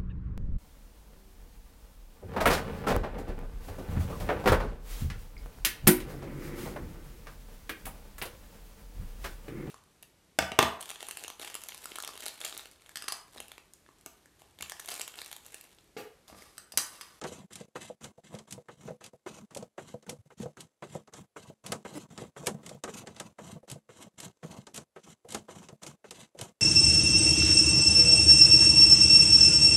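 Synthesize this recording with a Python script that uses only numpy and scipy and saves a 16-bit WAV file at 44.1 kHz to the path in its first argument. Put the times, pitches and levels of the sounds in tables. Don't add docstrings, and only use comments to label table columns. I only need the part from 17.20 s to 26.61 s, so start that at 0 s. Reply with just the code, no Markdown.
import sys
import numpy as np
from scipy import signal
from scipy.fft import rfft, irfft
from scipy.io import wavfile
from scipy.ndimage import uniform_filter1d

SR = 44100
rng = np.random.default_rng(int(sys.argv[2]) if len(sys.argv) > 2 else 0)


def waveform_to_disk(signal):
    frames = np.transpose(np.atleast_2d(signal))
    scaled = np.clip(frames, -1, 1) * 32767
    samples = np.round(scaled).astype(np.int16)
    wavfile.write(sys.argv[1], SR, samples)


N = 414962
TIME = np.arange(N) / SR
RING_SIZE = 6000

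# start_s [s], length_s [s], finger_pat_db [dB], sliding_hiss_db [dB], thread_drag_db [dB], swell_db [dB]
TURNS = [(0.044, 0.15, -31.5, -54, -52.5, 1), (0.555, 0.14, -32.5, -55.5, -58, -6),
         (1.036, .13, -60, -55, -54.5, 11.5), (1.485, .205, -40.5, -58.5, -54, 14),
         (2.063, 0.13, -32.5, -58, -55.5, -2), (2.579, 0.15, -34, -58.5, -58.5, 0),
         (3.104, .13, -49.5, -53.5, -53, 29.5), (3.623, 0.14, -35.5, -55, -52, 12.5),
         (4.162, 0.12, -38.5, -57.5, -55.5, 2.5), (4.65, 0.18, -34.5, -57, -53, 0),
         (5.164, 0.15, -40, -57.5, -52, 0), (5.677, 0.12, -34, -50, -48.5, 7.5),
         (6.186, 0.14, -39, -54.5, -50.5, 2.5), (6.691, 0.14, -45, -52.5, -52.5, 15),
         (7.23, .15, -40.5, -56.5, -51.5, 2), (7.761, .15, -41.5, -55, -57.5, 17),
         (8.285, 0.17, -40.5, -61, -56.5, -5.5), (8.843, 0.17, -44, -52, -55, 18)]
# start_s [s], length_s [s], finger_touch_db [dB], sliding_hiss_db [dB], thread_drag_db [dB]
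RETURNS = [(0.306, 0.11, -51.5, -55, -59), (0.809, 0.052, -52.5, -51.5, -53),
           (1.274, 0.067, -60, -57, -53.5), (1.809, 0.053, -48.5, -56, -60.5), (2.308, 0.11, -50, -66, -54),
           (2.865, 0.045, -49, -59.5, -53), (3.37, 0.051, -45, -55.5, -54.5),
           (3.926, 0.07, -54, -54, -54.5), (4.44, 0.11, -49, -54.5, -47.5), (4.904, 0.14, -52, -57, -50.5),
           (5.347, 0.062, -61, -90, -59.5), (5.431, 0.092, -51, -55, -54), (5.862, 0.21, -50, -58, -54.5),
           (6.478, 0.053, -48.5, -56, -52.5), (6.979, 0.079, -66, -49.5, -52),
           (7.541, 0.04, -61, -49, -50.5), (8.086, 0.089, -52, -51.5, -51.5),
           (8.619, 0.075, -49, -51, -52.5), (9.175, 0.087, -62, -50.5, -52.5)]
# pitch_hz [Hz], relative_level_db [dB], time_to_fall_60_db_s [s]
RING_MODES = [(94, -9, 0.07), (147.2, -3, 0.21), (187.5, -3, 0.12), (216.6, -3, 0.46), (335.3, -3, 0.19),
              (383.2, 1, 0.15), (438.3, -4.5, 0.16), (485.3, 1.5, 0.11), (489, -2.5, 0.16),
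              (647, -6, 0.096), (664.6, -5, 0.098), (806, -5, .14), (984, 5.5, 0.046), (1117, 5.5, 0.042),
              (1276, 6, 0.13), (1534, 6.5, 0.06), (1840, 1, 0.099), (2095, 4, 0.11), (2720, -6, .12),
              (3690, -1.5, 0.049), (6316, 5, 0.3), (6240, -4, 0.11), (6900, -5, 0.094), (7350, 4, 0.14),
              (7670, 3, 0.15)]
# pitch_hz [Hz], relative_level_db [dB]
CRACK_COLOUR = [(500, -31), (1500, -9.5), (3000, 0.5), (4800, -2), (6300, 0), (8000, 0.5), (10500, -3),
                (13000, -11.5), (16000, -31.5)]
# pitch_hz [Hz], relative_level_db [dB]
BODY_COLOUR = [(50, -10), (100, -4), (210, -4), (480, 0), (900, -2.5), (1700, -8.5), (3000, -19.5),
               (8000, -49.5)]
GRIP_DETUNE = 0.008


def undb(db):
    return 10 ** (np.asarray(db) / 20)


def unit(x):
    return x / np.sqrt(np.mean(x ** 2))


def add(out, start_s, x):
    i = max(int(start_s * SR), 0)
    out[i:i + len(x)] += x[:len(out) - i]


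def colour(x, points, size=4096):
    hz, db = np.transpose(points)
    grid = np.maximum(np.arange(size // 2 + 1) * SR / size, 1)
    outline_db = np.interp(np.log(grid), np.log(hz), db)
    cepstrum = irfft(np.log(undb(outline_db)))
    cepstrum[1:size // 2] *= 2
    cepstrum[size // 2 + 1:] = 0
    response = irfft(np.exp(rfft(cepstrum)))
    return signal.fftconvolve(x, response)[:len(x)]


def resonate(x, hz, width_hz):
    return signal.lfilter(*signal.iirpeak(hz, hz / width_hz, fs=SR), x)


def walk(rate_hz):
    knots = rng.standard_normal(int(N / SR * rate_hz) + 2)
    return np.interp(TIME * rate_hz, np.arange(len(knots)), knots)


def mode_width(hz, t60_s):
    plastic_loss = 0.006
    return np.log(1000) / np.pi / t60_s + hz * plastic_loss


def ring(modes_db, scatter_db=4.0):
    # pitch_hz [Hz], time_to_fall_60_db_s [s]
    space_decay = [(100, 0.14), (400, 0.19), (1200, 0.11), (3500, 0.1), (8000, 0.13), (16000, 0.025)]
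    t = TIME[:RING_SIZE].astype(np.float32)
    grid = np.log(np.maximum(np.arange(RING_SIZE // 2 + 1) * SR / RING_SIZE, 1))
    centres, decays = np.transpose(space_decay)
    noise = rfft(rng.standard_normal(RING_SIZE))
    dense = np.zeros(RING_SIZE)
    for share, t60 in zip(np.eye(len(centres)), decays):
        band = irfft(noise * np.interp(grid, np.log(centres), share))
        dense += band * np.exp(-np.log(1000) * t / t60)

    hz, db, t60 = np.transpose(RING_MODES)[:, :, None]
    hz = hz * (1 + GRIP_DETUNE * rng.standard_normal(hz.shape))
    size = undb(db + modes_db + scatter_db * rng.standard_normal(hz.shape))
    phase = rng.random(hz.shape)
    hz, size, phase, width = np.float32([hz, size, phase, mode_width(hz, t60)])
    tones = size * np.sin(2 * np.pi * (hz * t + phase)) * np.exp(-np.pi * width * t)
    return dense + np.sum(tones, axis=0)


def blow(outline, db, rise_s, snap, snap_s, modes_db):
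    t = np.arange(RING_SIZE) / SR
    build_up = 1 - np.exp(-t / rise_s)
    first_burst = 1 + snap * np.exp(-t / snap_s)
    x = colour(ring(modes_db) * build_up * first_burst, outline)
    return undb(db) * x / np.sqrt(np.mean(x[:SR // 100] ** 2))


def friction(outline, slips_per_s, spread_db, flutter_db, resonance):
    slips = (rng.random(N) < slips_per_s / SR) * rng.standard_normal(N)
    uneven_db = spread_db * np.clip(rng.standard_normal(N), -2, 2)
    slips = slips * undb(uneven_db + flutter_db * walk(70))
    tap = signal.unit_impulse(RING_SIZE) + 1e-18
    rung = np.zeros(RING_SIZE)
    for hz, db, t60 in RING_MODES:
        width = mode_width(hz, t60) + 2 * GRIP_DETUNE * hz
        rung += undb(db) * resonate(tap, hz, width)
    response = colour(tap + resonance * rung, outline)
    return unit(signal.oaconvolve(slips, response)[:N])


def near_walls(x, fade_s, share, size=700):
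    t = np.arange(size) / SR
    echoes = rng.standard_normal((2, size)) * np.exp(-t / fade_s)
    first, second = (signal.fftconvolve(x, e / np.linalg.norm(e))[:N] for e in echoes)
    blend = 2 * walk(4)
    return unit(x / 2 + share * (np.cos(blend) * first + np.sin(blend) * second))


def stroke_gains():
    # swell_share [ratio], carry_on_after_end_s [s], release_db_per_s [dB/s]
    follow = [(0.78, 0.0018, 387), (0.99, .004, 258), (0.7, 0.02, 266)]
    return_swell_db = 6.5
    grip_s = 0.015
    lead_s = 0.0056
    lift_s, lift_db_per_s = 0.062, 505
    stall_at, stall_width, stall_depth = 0.45, 0.14, 0.6
    gains = np.zeros((3, N))
    t = TIME[:SR // 2]
    attack = np.minimum(t / grip_s, 1)
    strokes = list(TURNS) + [(*row, return_swell_db) for row in RETURNS]
    for s, length, _, hiss, drag, swell in strokes:
        stall_shape = np.exp(-((t / length - stall_at) / stall_width) ** 2)
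        stall = stall_depth * max(swell, 0) * stall_shape
        effort = -swell * np.maximum(1 - t / length, 0) - stall
        lift = -lift_db_per_s * np.maximum(t - length - lift_s, 0)
        for gain, db, (share, carry_s, release) in zip(gains, (hiss, drag, drag), follow):
            easing = -release * np.maximum(t - length - carry_s, 0)
            add(gain, s - lead_s, attack * undb(db + share * effort + easing + lift))
    return gains


def rubbing(hiss_db=0.5, scrape_db=-2.0, rumble_db=1.0, top_hz=9000, firm_db=-56, brightening=0.82):
    # pitch_hz [Hz], relative_level_db [dB]
    hiss_colour = [(500, -23.5), (1500, -3.5), (2800, 0), (3700, -0.5), (4900, -5.5), (6400, 0),
                   (7800, -0.5), (8500, -2), (10000, -10), (11500, -8), (13000, -23), (16000, -37)]
    scrape_colour = [(130, -21.5), (270, 9), (420, -0.5), (700, 2.5), (1150, -6), (1650, -19),
                     (3000, -19.5), (8000, -48)]
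    rumble_colour = [(25, -32.5), (60, -10.5), (95, -2.5), (140, 1.5), (210, 1.5), (270, -6), (500, -41)]
    hiss, scrape, rumble = stroke_gains()
    slide = friction(hiss_colour, slips_per_s=11000, spread_db=5.5, flutter_db=4, resonance=0.16)
    slide = near_walls(slide, fade_s=0.0049, share=1.8)
    treble_filter = signal.butter(2, top_hz, "high", fs=SR, output="sos")
    treble = signal.sosfiltfilt(treble_filter, slide)
    slide = slide + treble * ((hiss / undb(firm_db)) ** brightening - 1)
    thread = friction(scrape_colour, slips_per_s=1900, spread_db=1.0, flutter_db=3.5, resonance=0.94)
    shake = friction(rumble_colour, slips_per_s=2500, spread_db=1, flutter_db=4.5, resonance=0.82)
    skin_layer = undb(hiss_db) * hiss * slide
    thread_layer = undb(scrape_db) * scrape * thread
    return skin_layer + thread_layer + undb(rumble_db) * rumble * shake


def grips(pat_db=-6.5, edge_db=-8, finger_gap_s=0.0045, next_finger_db=-2.5, count=3):
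    # pitch_hz [Hz], relative_level_db [dB]
    pat_colour = [(60, -17), (150, -2.5), (260, -8.5), (400, 4.5), (680, -1), (1000, -4.5), (1450, -5),
                  (2300, -12), (3300, -18), (6000, -39.5)]
    grip_edge_db, touch_edge_db = -18, -5.5
    out = np.zeros(N)
    for strokes, edge in ((TURNS, grip_edge_db), (RETURNS, touch_edge_db)):
        for s, _, pat, *_ in strokes:
            for finger in range(count):
                unevenness = 1 + 0.2 * np.clip(rng.standard_normal(), -2, 2)
                lag = finger * finger_gap_s * unevenness
                db = pat + pat_db + finger * next_finger_db
                add(out, s + lag, blow(pat_colour, db, rise_s=0.00023, snap=12.0, snap_s=0.053, modes_db=-25.5))
            db = pat + edge + edge_db
            add(out, s, blow(CRACK_COLOUR, db, rise_s=0.00077, snap=1.0, snap_s=0.004, modes_db=-14.5))
    return out


def clicks(crack_db=-10, body_db=-8, top_db=-7, top_per_lightness=0.73, top_per_force=0.56,
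           usual_crack_db=-33, max_top_db=3):
    # start_s [s], crack_db [dB], pipe_body_db [dB]
    click_events = [(0.0132, -36.5, -35), (0.0378, -35, -34.5), (0.331, -38, -61), (0.355, -33.5, -49),
                    (0.842, -34.5, -41.5), (1.149, -42, -48), (1.1869, -40, -45), (1.308, -36.5, -75),
                    (1.3237, -30.5, -54), (1.676, -55, -37), (1.8398, -37.5, -49), (1.8615, -40, -53.5),
                    (2.3475, -34.5, -53), (2.37, -33, -49), (2.425, -45.5, -52), (2.825, -53, -53),
                    (2.8934, -28.5, -41.5), (3.228, -42, -50), (3.405, -35.5, -62), (3.874, -53, -47.5),
                    (3.936, -38.5, -44.5), (4.4624, -31, -43), (4.5195, -23, -25.5), (4.9762, -36, -37.5),
                    (5.2605, -34, -43), (5.2686, -18, -23), (5.462, -35, -46), (5.4914, -36, -45),
                    (5.6367, -28, -29), (5.8706, -37.5, -37), (5.9634, -42.5, -46), (5.9986, -29, -34),
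                    (6.4983, -34.5, -49), (6.514, -31.5, -50), (7.001, -32.5, -48), (7.0302, -39.5, -43.5),
                    (7.4676, -40.5, -42), (7.543, -35, -56), (7.56, -34, -50), (7.5757, -31, -39),
                    (8.0867, -42.5, -64), (8.104, -37, -69), (8.1218, -32, -43.5), (8.1455, -25, -26.5),
                    (8.4855, -41, -43), (8.6315, -34.5, -41), (8.6642, -34.5, -40), (8.9078, -32.5, -41.5),
                    (9.1887, -35.5, -39), (9.2115, -28, -39)]
    out = np.zeros(N)
    for s, crack, body in click_events:
        lightness, force = crack - body, crack - usual_crack_db
        top = min(top_db + top_per_lightness * lightness + top_per_force * force, max_top_db)
        outline = [(hz, db + top * np.interp(hz, [7000, 11000], [0, 1])) for hz, db in CRACK_COLOUR]
        add(out, s, blow(outline, crack + crack_db, rise_s=0.0017, snap=5.6, snap_s=0.0033, modes_db=-26.5))
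        add(out, s, blow(BODY_COLOUR, body + body_db, rise_s=0.0036, snap=0.59, snap_s=0.03, modes_db=-24))
    return out


def knocks(knock_db=-10.0, thump_db=-3):
    # start_s [s], hollow_knock_db [dB], low_thump_db [dB]
    knock_events = [(0.118, -36, -67), (0.407, -34, -43.5), (0.481, -56, -67), (0.698, -30, -54),
                    (0.979, -42, -57), (1.139, -31.5, -42), (1.378, -35.5, -46.5), (1.653, -52, -39.5),
                    (1.679, -28.5, -60), (1.705, -29, -43), (1.933, -43, -53), (2.362, -29, -46),
                    (2.424, -31, -49), (2.74, -29, -38), (2.889, -33, -47), (2.928, -36, -44.5),
                    (3.055, -59, -56.5), (3.2, -37.5, -32.5), (3.23, -31, -49), (3.257, -26, -37.5),
                    (3.75, -26.5, -38), (4.298, -39.5, -48), (5.018, -31.5, -39.5), (5.234, -35, -58),
                    (5.344, -39.5, -35.5), (5.512, -34, -53), (5.546, -41.5, -44), (5.835, -41, -71),
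                    (6.36, -41, -49), (6.43, -43.5, -74.5), (6.557, -39, -47), (6.865, -45.5, -49.5),
                    (6.94, -71, -61), (7.244, -38.5, -38.5), (7.383, -42, -40), (8.047, -40, -67),
                    (8.526, -43, -43.5), (9.149, -39.5, -70), (9.214, -35, -55)]
    # pitch_hz [Hz], relative_level_db [dB]
    knock_colour = [(100, -15), (300, -16), (400, -10.5), (490, 0), (650, -2), (900, -14), (1150, -28.5),
                    (1700, -34), (6000, -45.5)]
    thump_colour = [(35, -31.5), (65, -15), (100, -4), (145, 2.5), (215, -2.5), (320, -14.5), (700, -37)]
    out = np.zeros(N)
    for s, knock, thump in knock_events:
        add(out, s, blow(knock_colour, knock + knock_db, rise_s=0.0018, snap=2.8, snap_s=0.011, modes_db=-17.5))
        add(out, s, blow(thump_colour, thump + thump_db, rise_s=0.00089, snap=6.2, snap_s=0.0039, modes_db=-14))
    return out


def catches(above_drag_db=-2.5, spread_db=3, count=60):
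    hiss, scrape, _ = stroke_gains()
    out = np.zeros(N)
    for place, size in rng.random((count, 2)):
        i = int(place * N)
        db = above_drag_db + spread_db * (2 * size - 1)
        tick = hiss[i] * blow(CRACK_COLOUR, db, rise_s=0.0002, snap=4.9, snap_s=0.0018, modes_db=-12)
        tock = scrape[i] * blow(BODY_COLOUR, db, rise_s=0.001, snap=8.7, snap_s=0.0092, modes_db=-3)
        add(out, i / SR, tick + tock)
    return out


def judders(overtone_db=-17, waver=0.013, judder_s=0.032):
    # start_s [s], pitch_hz [Hz], level_db [dB]
    pipe_judders = [(0.197, 191, -49), (0.233, 185, -50.5), (1.136, 139, -47), (2.224, 206, -47.5),
                    (2.384, 209, -47), (2.984, 106, -51), (3.205, 134, -42.5), (5.305, 200, -42.5),
                    (5.343, 206, -45), (6.351, 170, -44.5), (6.511, 133, -43), (7.238, 157, -44),
                    (9.209, 113, -41)]
    out = np.zeros(N)
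    swell = np.sqrt(2) * np.sin(np.linspace(0, np.pi, int(judder_s * SR)))
    for s, hz, db in pipe_judders:
        drift = 1 + waver * rng.standard_normal() * np.linspace(-1, 1, len(swell))
        phase = 2 * np.pi * np.cumsum(hz * drift) / SR
        add(out, s, undb(db) * swell * (np.sin(phase) + undb(overtone_db) * np.sin(2 * phase)))
    return out


def squeak(slips_hz=304, level_db=-39.5, jitter=0.082):
    # start_s [s], end_s [s]
    squeak_span = (4.753, 4.785)
    # pitch_hz [Hz], width_hz [Hz], relative_level_db [dB]
    squeak_modes = [(313, 40, 5), (374, 23, 7.5), (720, 110, -30), (1970, 25, -9), (2900, 13, -17),
                    (5000, 160, -10), (6340, 170, -33), (7600, 90, -5), (9480, 240, -4.5)]
    start, end = squeak_span
    slips, out = np.zeros(RING_SIZE), np.zeros(N)
    count = int((end - start) * slips_hz)
    times = np.cumsum(1 + jitter * rng.standard_normal(count)) / slips_hz
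    slips[((times - times[0]) * SR).astype(int)] = np.linspace(0.5, 1, count)
    x = sum(undb(db) * unit(resonate(slips, hz, width)) for hz, width, db in squeak_modes)
    loudness = np.std(x[:int((end - start) * SR)])
    add(out, start, undb(level_db) * x / loudness)
    return out


def glove(level_db=-74.5, restless_db=4):
    # pitch_hz [Hz], relative_level_db [dB]
    glove_colour = [(120, -13.5), (280, 8), (700, -1.5), (1500, -9.5), (3000, -8), (8000, -8.5),
                    (15000, -30)]
    rustle = friction(glove_colour, slips_per_s=2500, spread_db=3.5, flutter_db=2, resonance=0.93)
    return undb(level_db + restless_db * np.clip(walk(14), -2, 2)) * rustle


def room(level_db=-73):
    # pitch_hz [Hz], relative_level_db [dB]
    room_colour = [(25, -12.5), (60, -10), (110, -10), (250, -15), (550, -5), (1000, -17), (2500, -20.5),
                   (7000, -23.5), (11000, -20.5), (16000, -38.5)]
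    background = colour(rng.standard_normal(N), room_colour)
    return undb(level_db) * unit(background)


def scene():
    hand = rubbing() + grips()
    fitting = clicks() + knocks() + catches() + judders() + squeak()
    return (hand + fitting + glove() + room())[None]


def record(dry, low_cut_hz=42, threshold_db=-62, knee_db=4, depth_db=11, top_hz=15600):
    low_cut = signal.butter(2, low_cut_hz, "high", fs=SR, output="sos")
    heard = signal.sosfilt(low_cut, dry)
    power = np.maximum(uniform_filter1d(heard ** 2, size=400), 1e-14)
    shut = np.clip((threshold_db - 10 * np.log10(power)) / knee_db, 0, 1)
    gated = heard * undb(-depth_db * uniform_filter1d(shut, size=200))
    top_cut = signal.ellip(8, 0.2, 70, top_hz, fs=SR, output="sos")
    return signal.sosfilt(top_cut, gated)


dry = scene()
out = record(dry)
waveform_to_disk(out)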